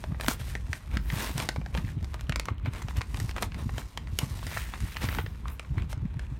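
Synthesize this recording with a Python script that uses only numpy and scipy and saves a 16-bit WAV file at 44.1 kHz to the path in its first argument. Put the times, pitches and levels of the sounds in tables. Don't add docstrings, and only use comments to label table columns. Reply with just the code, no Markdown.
import sys
import numpy as np
from scipy import signal
from scipy.fft import rfft, irfft, next_fast_len
from scipy.io import wavfile
from scipy.ndimage import uniform_filter1d, map_coordinates

SR = 44100
rng = np.random.default_rng(int(sys.argv[2]) if len(sys.argv) > 2 else 0)


def to_wav(s):
    ch = np.atleast_2d(s).T
    pcm = np.round(np.clip(ch, -1, 1) * 32767)
    wavfile.write(sys.argv[1], SR, pcm.astype(np.int16))


N = 281799
TIME = np.arange(N) / SR

# [t/s, level/dB, facet ring f/Hz, hollow re level/dB, fizz re level/dB]
SNAPS = [(0.0398, -40, 736, 4, -18), (0.146, -46.5, 1700, 2.5, -46), (0.1989, -38.5, 1326, 1.5, -35),
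         (0.21, -36, 1840, -5, -2), (0.235, -41.5, 1920, -2, -16), (0.245, -42, 1100, 4, -8.5),
         (0.2628, -35.5, 1850, -19, -14), (0.2831, -23, 1500, 0.5, -1), (0.397, -57, 3200, 9.5, 5),
         (0.5525, -31, 1930, -7.5, -24), (0.7308, -27.5, 1830, -13, -20), (0.9707, -29.5, 1460, -14, -17.5),
         (1.1012, -30.5, 2090, -18, -29), (1.3792, -37, 2320, 1, 4), (1.4005, -31, 2380, -3, -11),
         (1.4891, -26, 1620, -4, -8), (1.561, -37.5, 1000, 2, -25), (1.6146, -45.5, 2270, 2, -38),
         (1.6615, -42.5, 1770, 3.5, -17), (1.7434, -43.5, 2110, -15, -15), (1.7496, -35.5, 2380, 2.5, -18),
         (1.7748, -32.5, 1030, -19, -18), (2.0277, -55.5, 1980, 4, -1), (2.0447, -45.5, 1600, -5, -7),
         (2.1422, -40.5, 1200, 0.5, -9.5), (2.194, -46, 2020, -11, -30), (2.2098, -46.5, 2300, -3.5, -0.5),
         (2.295, -33.5, 2320, -2, -10), (2.3228, -29.5, 2240, -14, -25), (2.3593, -30, 2030, -5, -8),
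         (2.3973, -30.5, 2040, -4, -5.5), (2.4557, -41.5, 1560, -3, -3), (2.4847, -29.5, 1020, -1.5, -44),
         (2.6601, -36.5, 2310, -3, -32), (2.7352, -48, 2350, 0, -1.5), (2.7495, -45.5, 2170, 0, -16),
         (2.821, -46, 1530, -2, -2), (2.8844, -39.5, 2850, -0.5, -17), (2.97, -46, 2190, -8, 3),
         (3.0093, -37, 920, 2.5, -25), (3.0156, -32, 2220, -12, -16), (3.1441, -39, 2340, -1.5, -11),
         (3.1717, -43.5, 2990, -1, -3), (3.2007, -39, 1750, 0.5, -0.5), (3.293, -37, 2240, -7, -20),
         (3.311, -42, 2940, -8, -9), (3.3641, -37, 1030, 3, -18), (3.3814, -33.5, 1210, -4, -27),
         (3.4243, -34, 920, 5, 2), (3.4294, -32, 2230, -0.5, -8), (3.52, -41, 2760, -15, -28),
         (3.5447, -40.5, 2130, -8, -16), (3.693, -39.5, 873, -2, -36), (3.7811, -36, 3020, 1, -11.5),
         (3.9744, -32.5, 892, -6, -13), (4.0727, -45.5, 2070, -11, -25), (4.1883, -28.5, 2800, -7, 4),
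         (4.428, -45, 1080, 4, -31), (4.4673, -39.5, 1970, -5, -4.5), (4.5718, -27.5, 1800, -8, -49),
         (4.578, -43, 1780, -11, -1), (4.7375, -33, 2400, -10, -40), (4.804, -46, 2070, -5, -2),
         (4.9623, -38, 1690, -14, -32), (4.9682, -31.5, 2460, -13.5, -20), (5.0205, -38, 1980, -12, -31),
         (5.0876, -30.5, 1600, -10, -25), (5.1265, -42.5, 1090, 1, -24), (5.1487, -38, 1660, -4, -9),
         (5.186, -28, 1390, -6.5, -42), (5.2627, -39, 1800, -4.5, -28), (5.4554, -43, 1280, 5.5, -52),
         (5.4821, -42.5, 1570, -14, -10), (5.5955, -37, 2400, -4.5, -13.5), (5.648, -48, 1630, -12, -43),
         (5.7816, -37, 2000, -17, -53), (5.8216, -45.5, 1410, -3, -17), (5.929, -43, 1990, 4.5, -6),
         (6.194, -41, 1680, -7, -15.5)]
# [low edge f/Hz, high edge f/Hz]
REGISTERS = [(350, 1200), (1200, 3200), (3200, 7000), (7000, 16000)]
# [middle t/s, peak level/dB, pitch f/Hz]
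FLOPS = [(0.095, -25, 95), (0.121, -22.5, 144), (0.286, -19.5, 235), (0.409, -28.5, 109),
         (0.695, -27.5, 95.5), (0.941, -29, 86), (0.945, -31.5, 208), (0.969, -21.5, 178),
         (1.135, -21.5, 147), (1.165, -27.5, 108), (1.305, -31, 243), (1.355, -27, 138),
         (1.585, -24.5, 124), (1.784, -21.5, 156), (1.845, -22, 98.4), (1.972, -21, 125),
         (2.028, -22, 85.5), (2.297, -20.5, 133), (2.514, -22, 101), (2.644, -24.5, 91), (2.675, -30, 223),
         (2.682, -20.5, 116), (2.849, -26.5, 104), (2.983, -22.5, 91), (3.142, -25.5, 93.5),
         (3.191, -25.5, 130), (3.222, -24, 98), (3.247, -22.5, 111), (3.472, -28, 89.5), (3.558, -29, 70),
         (3.626, -29, 115), (3.661, -26.5, 215), (3.664, -22.5, 119), (4.128, -27, 105), (4.234, -20, 130),
         (4.313, -27, 117.5), (4.469, -27.5, 85), (4.837, -25, 81), (5.042, -23, 232), (5.048, -22.5, 115),
         (5.086, -24.5, 90), (5.177, -31.5, 246), (5.193, -27.5, 360), (5.243, -26.5, 99),
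         (5.711, -23, 125), (5.776, -35, 272), (5.779, -19.5, 93.4), (5.812, -22.5, 86),
         (5.841, -28.5, 151), (5.976, -24.5, 110), (6.028, -21, 113.4), (6.054, -21, 177), (6.17, -26, 137),
         (6.322, -27, 116)]
# [middle t/s, half length t/s, rub level/dB, hollow re rub/dB, hiss re rub/dB]
STROKES = [(0.12, .012, -57.5, 14, -19), (0.233, .03, -50, 3, 3.5), (0.309, .03, -42, 4, 5.5),
           (0.407, 0.017, -48.5, -14.5, -1), (0.497, .06, -54, -4, 5), (0.75, .035, -58, 4, 7),
           (0.946, .03, -48.5, 3, -8), (1.216, .095, -39.5, 1.5, -1), (1.411, .05, -41.5, 3.5, 0.5),
           (1.776, .04, -51, 9, -2), (1.882, .045, -54, -4, -16), (2.146, .02, -52, 3, -6),
           (2.487, 0.027, -54, 4, -8), (2.669, .022, -46.5, -2, -25), (2.779, .05, -49, 1.5, -5.5),
           (2.9, .026, -50.5, -3, -5), (2.977, .02, -45.5, 1, -5), (3.205, .09, -55.5, 6.5, 3),
           (3.298, .02, -57, 2, 3), (3.377, 0.018, -45.5, 4.5, -8.5), (3.433, .028, -49, 10, 3.5),
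           (3.601, .035, -51.5, 8.5, -5), (3.787, .04, -49, 3, -1.5), (4.224, .028, -47.5, 8, -1),
           (4.36, .16, -56.5, 3, -13), (4.565, .115, -43, -15, -3.5), (4.749, .025, -49, 2.5, -7),
           (4.891, 0.1, -50.5, -17, -1), (5.04, .03, -41, 1, -1), (5.13, .07, -45.5, 0, -4.5),
           (5.197, .018, -44.5, 2, -9), (5.495, .05, -59.5, 8, -10), (5.79, .022, -49.5, 1.5, -19),
           (5.915, .02, -55.5, 1, 6), (6.23, 0.036, -61, -6, -6)]
# [t/s, level/dB]
CREEP_HISS = [(0, -56.5), (0.16, -65), (0.63, -61), (1.02, -61.5), (1.52, -57), (1.63, -65), (1.9, -57),
              (1.97, -71), (2.08, -62.5), (2.46, -68), (2.56, -80), (2.64, -75), (2.71, -64), (3.28, -57),
              (3.34, -62), (3.52, -66), (3.6, -57.5), (3.9, -59.5), (4.06, -67.5), (4.2, -51), (5.25, -62),
              (5.85, -67), (6.03, -73.5), (6.39, -66)]
# [middle t/s, half length t/s, peak level/dB]
SIZZLES = [(0.296, 0.044, -43), (1.205, 0.13, -49.5), (4.56, 0.12, -52), (5.097, 0.14, -49),
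           (5.522, .035, -57)]
# [middle t/s, half length t/s, change of rumble level/dB]
SHIFTS = [(0.0, 0.037, -2.5), (0.81, .06, -11.5), (0.98, 0.15, 5), (1.85, 0.13, 5), (2.98, .03, 7),
          (3.68, 0.19, 3), (3.92, 0.037, -20), (4.73, .04, -7), (4.83, 0.021, 9), (4.93, 0.045, -6),
          (5.17, 0.028, 6.5), (5.62, .06, -9.5), (5.77, .07, 7.5)]
# [f/Hz, relative level per Hz/dB]
HOLLOW_COLOUR = [(220, 8.5), (370, -0.5), (490, 2.5), (620, -1.5), (800, -1), (1100, 2), (1400, -7.5),
                 (2200, -61)]
RUB_COLOUR = [(800, -31), (1350, 7.5), (1900, 8), (2400, 7), (3100, 2.5), (4000, 1), (5500, -35),
              (12000, -21)]
HISS_COLOUR = [(2000, -1), (4000, 1), (5600, 0.5), (7500, -2), (9300, -0.5), (12500, -4.5), (15200, -9.5),
               (16000, -21)]
RUMBLE_COLOUR = [(22, -22), (30, -28), (42, -5), (58, -0.5), (80, -6.5), (110, -11), (160, -17), (250, -28),
                 (400, -35), (800, -82)]
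ROOM_COLOUR = [(25, 17), (58, -3), (120, -22), (300, -20), (1000, -24), (3000, -54), (8000, -52),
               (16000, -61)]
# [f/Hz, width f/Hz, level re direct sound/dB]
BAG_MODES = [(630, 18, -4), (912, 34, -10.5), (1112, 20, -15), (1770, 11, -61)]

CRACK_DB, CRACK_FOLLOWS_FIZZ = 0.5, 0.39
LESSER_PER_S, LESSER_DB, LESSER_HOLLOW_DB, LESSER_FIZZ_DB = 6, -55, 3.5, -9.5
CREEP_RUB_DB, CREEP_HOLLOW_DB = -63.5, -58
RUMBLE_DB = -36
FOLD_DELAY_S = 0.041
ROOM_T60_S = 0.18
CUTOFF_HZ = 16000


def from_db(db):
    return 10 ** (np.asarray(db) / 20)


def rms_one(x):
    return x / np.sqrt(np.mean(x ** 2) + 1e-20)


def in_time(rows):
    s, *columns = np.transpose(rows)
    return [np.interp(TIME, s, column) for column in columns]


def bell(s, half_s):
    return np.exp(-np.minimum(((TIME - s) / half_s) ** 2, 50))


def add(out, sound, s):
    at = int(np.clip(round(s * SR), 0, N - 1))
    out[at:at + len(sound)] += sound[:N - at]


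def band(x, low_hz, high_hz, order=2):
    edges = [low_hz, min(high_hz, .45 * SR)]
    return signal.sosfilt(signal.butter(order, edges, "band", fs=SR, output="sos"), x + 1e-18)


def resonate(x, hz, width_hz):
    radius = np.exp(-np.pi * width_hz / SR)
    zeros = np.array([1, 0, -1]) * (1 - radius ** 2) / 2
    poles = [1, -2 * radius * np.cos(2 * np.pi * hz / SR), radius ** 2]
    return signal.lfilter(zeros, poles, x + 1e-18)


def coloured(x, colour):
    hz, db = np.transpose(colour)
    size = next_fast_len(N)
    bins = np.maximum(np.fft.rfftfreq(size, 1 / SR), 1)
    gain = from_db(np.interp(np.log(bins), np.log(hz), db))
    bass_rolloff = np.minimum(bins / hz[0], 1) ** 2
    return rms_one(irfft(rfft(x, size) * gain * bass_rolloff, size)[:N])


def shaped(x, hz, db):
    size = len(x)
    bins = np.maximum(np.fft.rfftfreq(size, 1 / SR), 1)
    cepstrum = irfft(np.log(from_db(np.interp(np.log(bins), np.log(hz), db))))
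    cepstrum[1:size // 2] *= 2
    cepstrum[size // 2 + 1:] = 0
    return irfft(rfft(x) * np.exp(rfft(cepstrum)))


def drift(per_s):
    knots = rng.standard_normal(4096)
    return rms_one(np.interp(TIME * per_s, np.arange(len(knots)), knots))


def grains(per_s, spread_db):
    sizes = from_db(spread_db * np.minimum(rng.exponential(1, N), 4))
    return (rng.random(N) < per_s / SR) * sizes * rng.choice([-1, 1], N)


def rumble(evenness=0.1):
    handling_db = RUMBLE_DB + sum(change_db * bell(s, half_s) for s, half_s, change_db in SHIFTS)
    shudder = coloured(rng.standard_normal(N), RUMBLE_COLOUR)
    swell = np.sqrt(np.abs(uniform_filter1d(shudder ** 2, size=3000)))
    return rms_one(shudder / swell ** evenness) * from_db(handling_db)


def still_air(level_db):
    return from_db(level_db) * coloured(rng.standard_normal(N), ROOM_COLOUR)


def stroke_levels():
    creep_hiss_db, = in_time(CREEP_HISS)
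    hollow = from_db(CREEP_HOLLOW_DB) ** 2
    rub = from_db(CREEP_RUB_DB) ** 2
    hiss = from_db(creep_hiss_db) ** 2
    for s, half_s, rub_db, hollow_db, hiss_db in STROKES:
        power = (from_db(rub_db) * bell(s, half_s)) ** 2
        hollow = hollow + power * from_db(hollow_db) ** 2
        rub = rub + power
        hiss = hiss + power * from_db(hiss_db) ** 2
    return 10 * np.log10([hollow, rub, hiss])


def sliding(hollow_db, rub_db, hiss_db, hollow_trim_db=-2.0, rub_trim_db=0.0, hiss_trim_db=0.0,
            brightening=0.35, fine_hz=9000):
    judder_db = .9 * drift(110)
    hollow = coloured(grains(per_s=2500, spread_db=0.5), HOLLOW_COLOUR) * from_db(hollow_db + hollow_trim_db)
    rub = coloured(grains(per_s=4000, spread_db=3.5), RUB_COLOUR) * from_db(rub_db + rub_trim_db)
    hiss = coloured(grains(per_s=22000, spread_db=8.0), HISS_COLOUR)
    low_pass = signal.butter(2, min(fine_hz, .45 * SR), fs=SR, output="sos")
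    soft = signal.sosfiltfilt(low_pass, hiss)
    fine_gain = from_db(brightening * np.minimum(hiss_db - np.percentile(hiss_db, 75), 0))
    hiss = (soft + fine_gain * (hiss - soft)) * from_db(hiss_db + hiss_trim_db)
    return from_db(judder_db) * (hollow + rub + hiss)


def crinkles(rub_db, per_s=130, level_db=-61.0, follow=0.91, width_hz=300, edge=0.024):
    pitches = np.geomspace(700, 3000, num=12)
    out = np.zeros(N)
    for hz in pitches:
        clicks = grains(per_s / len(pitches), spread_db=4.5)
        out += resonate(clicks, hz, width_hz) + edge * band(clicks, 1600, 7300, order=1)
    effort_db = follow * (rub_db - np.mean(rub_db))
    return rms_one(band(out, 360, 15400)) * from_db(level_db + effort_db)


def lesser_snaps(rub_db, follow=.7, spread_db=1.0, colour_spread_db=0.5, ring_hz=1800):
    effort_db = follow * (rub_db - np.mean(rub_db))
    chance = np.cumsum(from_db(effort_db))
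    rows = []
    for _ in range(int(LESSER_PER_S * N / SR)):
        at = np.searchsorted(chance, rng.random() * chance[-1])
        size, pitch, hollow, fizz = rng.standard_normal(4)
        rows.append((TIME[at],
                     LESSER_DB + effort_db[at] + spread_db * size,
                     ring_hz * 2 ** (.5 * pitch),
                     LESSER_HOLLOW_DB + colour_spread_db * hollow,
                     LESSER_FIZZ_DB + colour_spread_db * fizz))
    return rows


def dispersed(x, lag_s):
    khz = np.fft.rfftfreq(len(x), 1 / SR) / 1000
    return irfft(rfft(x) * np.exp(-4j * np.pi * 1000 * lag_s * np.sqrt(khz)))


def snaps(rows, ring_width_hz=520, ring_db=2.5, step_s=.0006, step_size=0.7, scatter=0.16, scatter_t60=0.024,
          scatter_hz=3200, tail_db=-14.0, tail_t60=0.047, trim_db=0.38, bass_db=0.0, top_db=-14.0, lag_s=0.000435):
    out, t = np.zeros(N), np.arange(8192) / SR
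    attack = SR // 200
    centres = np.sqrt(np.prod(REGISTERS, axis=1))
    for s, level_db, ring_hz, hollow_db, fizz_db in rows:
        crack_db = CRACK_DB + CRACK_FOLLOWS_FIZZ * fizz_db
        waves = rng.standard_normal((3, len(t)))
        push = scatter * band(waves[0], 89, scatter_hz, order=1) * from_db(-60 * t / scatter_t60)
        push += scatter * waves[1] * np.abs(waves[2]) * from_db(tail_db - 60 * t / tail_t60)
        push[0] += 1
        steps = np.cumsum(rng.exponential(1, size=3)) * step_s
        at = np.minimum(steps * SR, attack).astype(int)
        push[at] += step_size ** np.arange(1, 4) * rng.choice([-1, 1], size=3)
        ringing = push + from_db(ring_db) * resonate(push, ring_hz, ring_width_hz)
        wave = dispersed(ringing, lag_s)
        raw_db = np.array([10 * np.log10(np.mean(band(wave[:attack], low, high) ** 2)) for low, high in REGISTERS])
        gains_db = level_db + trim_db + np.array([hollow_db, 0, crack_db, fizz_db]) - raw_db
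        curve_db = [gains_db[0] + bass_db, *gains_db, gains_db[-1] + top_db]
        add(out, shaped(wave, [150, *centres, 16000], curve_db), s)
    return out


def lesser_flops(per_s=3, peak_db=-34, spread_db=4.0, pitch_hz=105):
    rows = []
    for _ in range(int(per_s * N / SR)):
        panel_s = FLOPS[rng.integers(0, len(FLOPS))][0]
        delay, size, pitch = rng.standard_normal(3)
        rows.append((panel_s + FOLD_DELAY_S * delay, peak_db + spread_db * size, pitch_hz * 2 ** (.5 * pitch)))
    return rows


def flops(rows, level_db=0.0, cycles=0.62, settle=1.93, flutter_db=-16.0, flutter_hz=280):
    out, lead = np.zeros(N), SR // 20
    t = np.arange(-lead, lead) / SR
    for (s, peak_db, hz), turn in zip(rows, rng.random(len(rows))):
        swell = np.exp(-(t * hz / (cycles * np.where(t > 0, settle, 1))) ** 2)
        swing = np.sin(2 * np.pi * (hz * t + turn))
        flutter = from_db(flutter_db) * rms_one(band(rng.standard_normal(len(t)), 116, flutter_hz, order=3))
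        add(out, from_db(peak_db + level_db) * swell * (swing + flutter), s - lead / SR)
    return out


def sizzle():
    swell = sum(from_db(db) * bell(s, half_s) for s, half_s, db in SIZZLES)
    return swell * rms_one(band(grains(per_s=16000, spread_db=11.0), 9900, 16500, order=2))


def bag(x):
    return x + sum(from_db(db) * resonate(x, hz, width_hz) for hz, width_hz, db in BAG_MODES)


def wall_echo(x, share=0.14):
    out = x.copy()
    for lag_s, sway in [(.00012, .45), (.001, .2)]:
        lag = lag_s * SR * np.exp(sway * drift(7))
        out += share * map_coordinates(x, [np.arange(N) - lag], order=3)
    return out


def room(x, wet_db=-16.5, wall_hz=6000, first_s=0.011):
    t = np.arange(SR // 2) / SR
    decay = (t > first_s) * from_db(-60 * t / ROOM_T60_S)
    echoes = band(rng.standard_normal(len(t)) * decay, 230, wall_hz, order=1)
    return from_db(wet_db) * signal.fftconvolve(x, echoes / np.sqrt(np.sum(echoes ** 2) * 2))[:N]


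def scene(air_db=-53.0, paper_db=-0.34):
    hollow_db, rub_db, hiss_db = stroke_levels()
    paper = sliding(hollow_db, rub_db, hiss_db) + crinkles(rub_db)
    paper += snaps(SNAPS + lesser_snaps(rub_db)) + sizzle()
    paper = from_db(paper_db) * wall_echo(bag(paper))
    low_movement = rumble() + flops(FLOPS + lesser_flops())
    return (paper + room(paper) + low_movement + still_air(air_db))[None]


def record(dry, low_cut_hz=33, notch_hz=10400, notch_width_hz=900, notch_depth=0.51, ceiling=0.47):
    x = signal.sosfilt(signal.butter(3, low_cut_hz, "high", fs=SR, output="sos"), dry)
    x = x - notch_depth * resonate(x, notch_hz, notch_width_hz)
    x = ceiling * np.tanh(x / ceiling)
    return signal.sosfilt(signal.ellip(10, .2, 80, CUTOFF_HZ, fs=SR, output="sos"), x)


dry = scene()
out = record(dry)
to_wav(out)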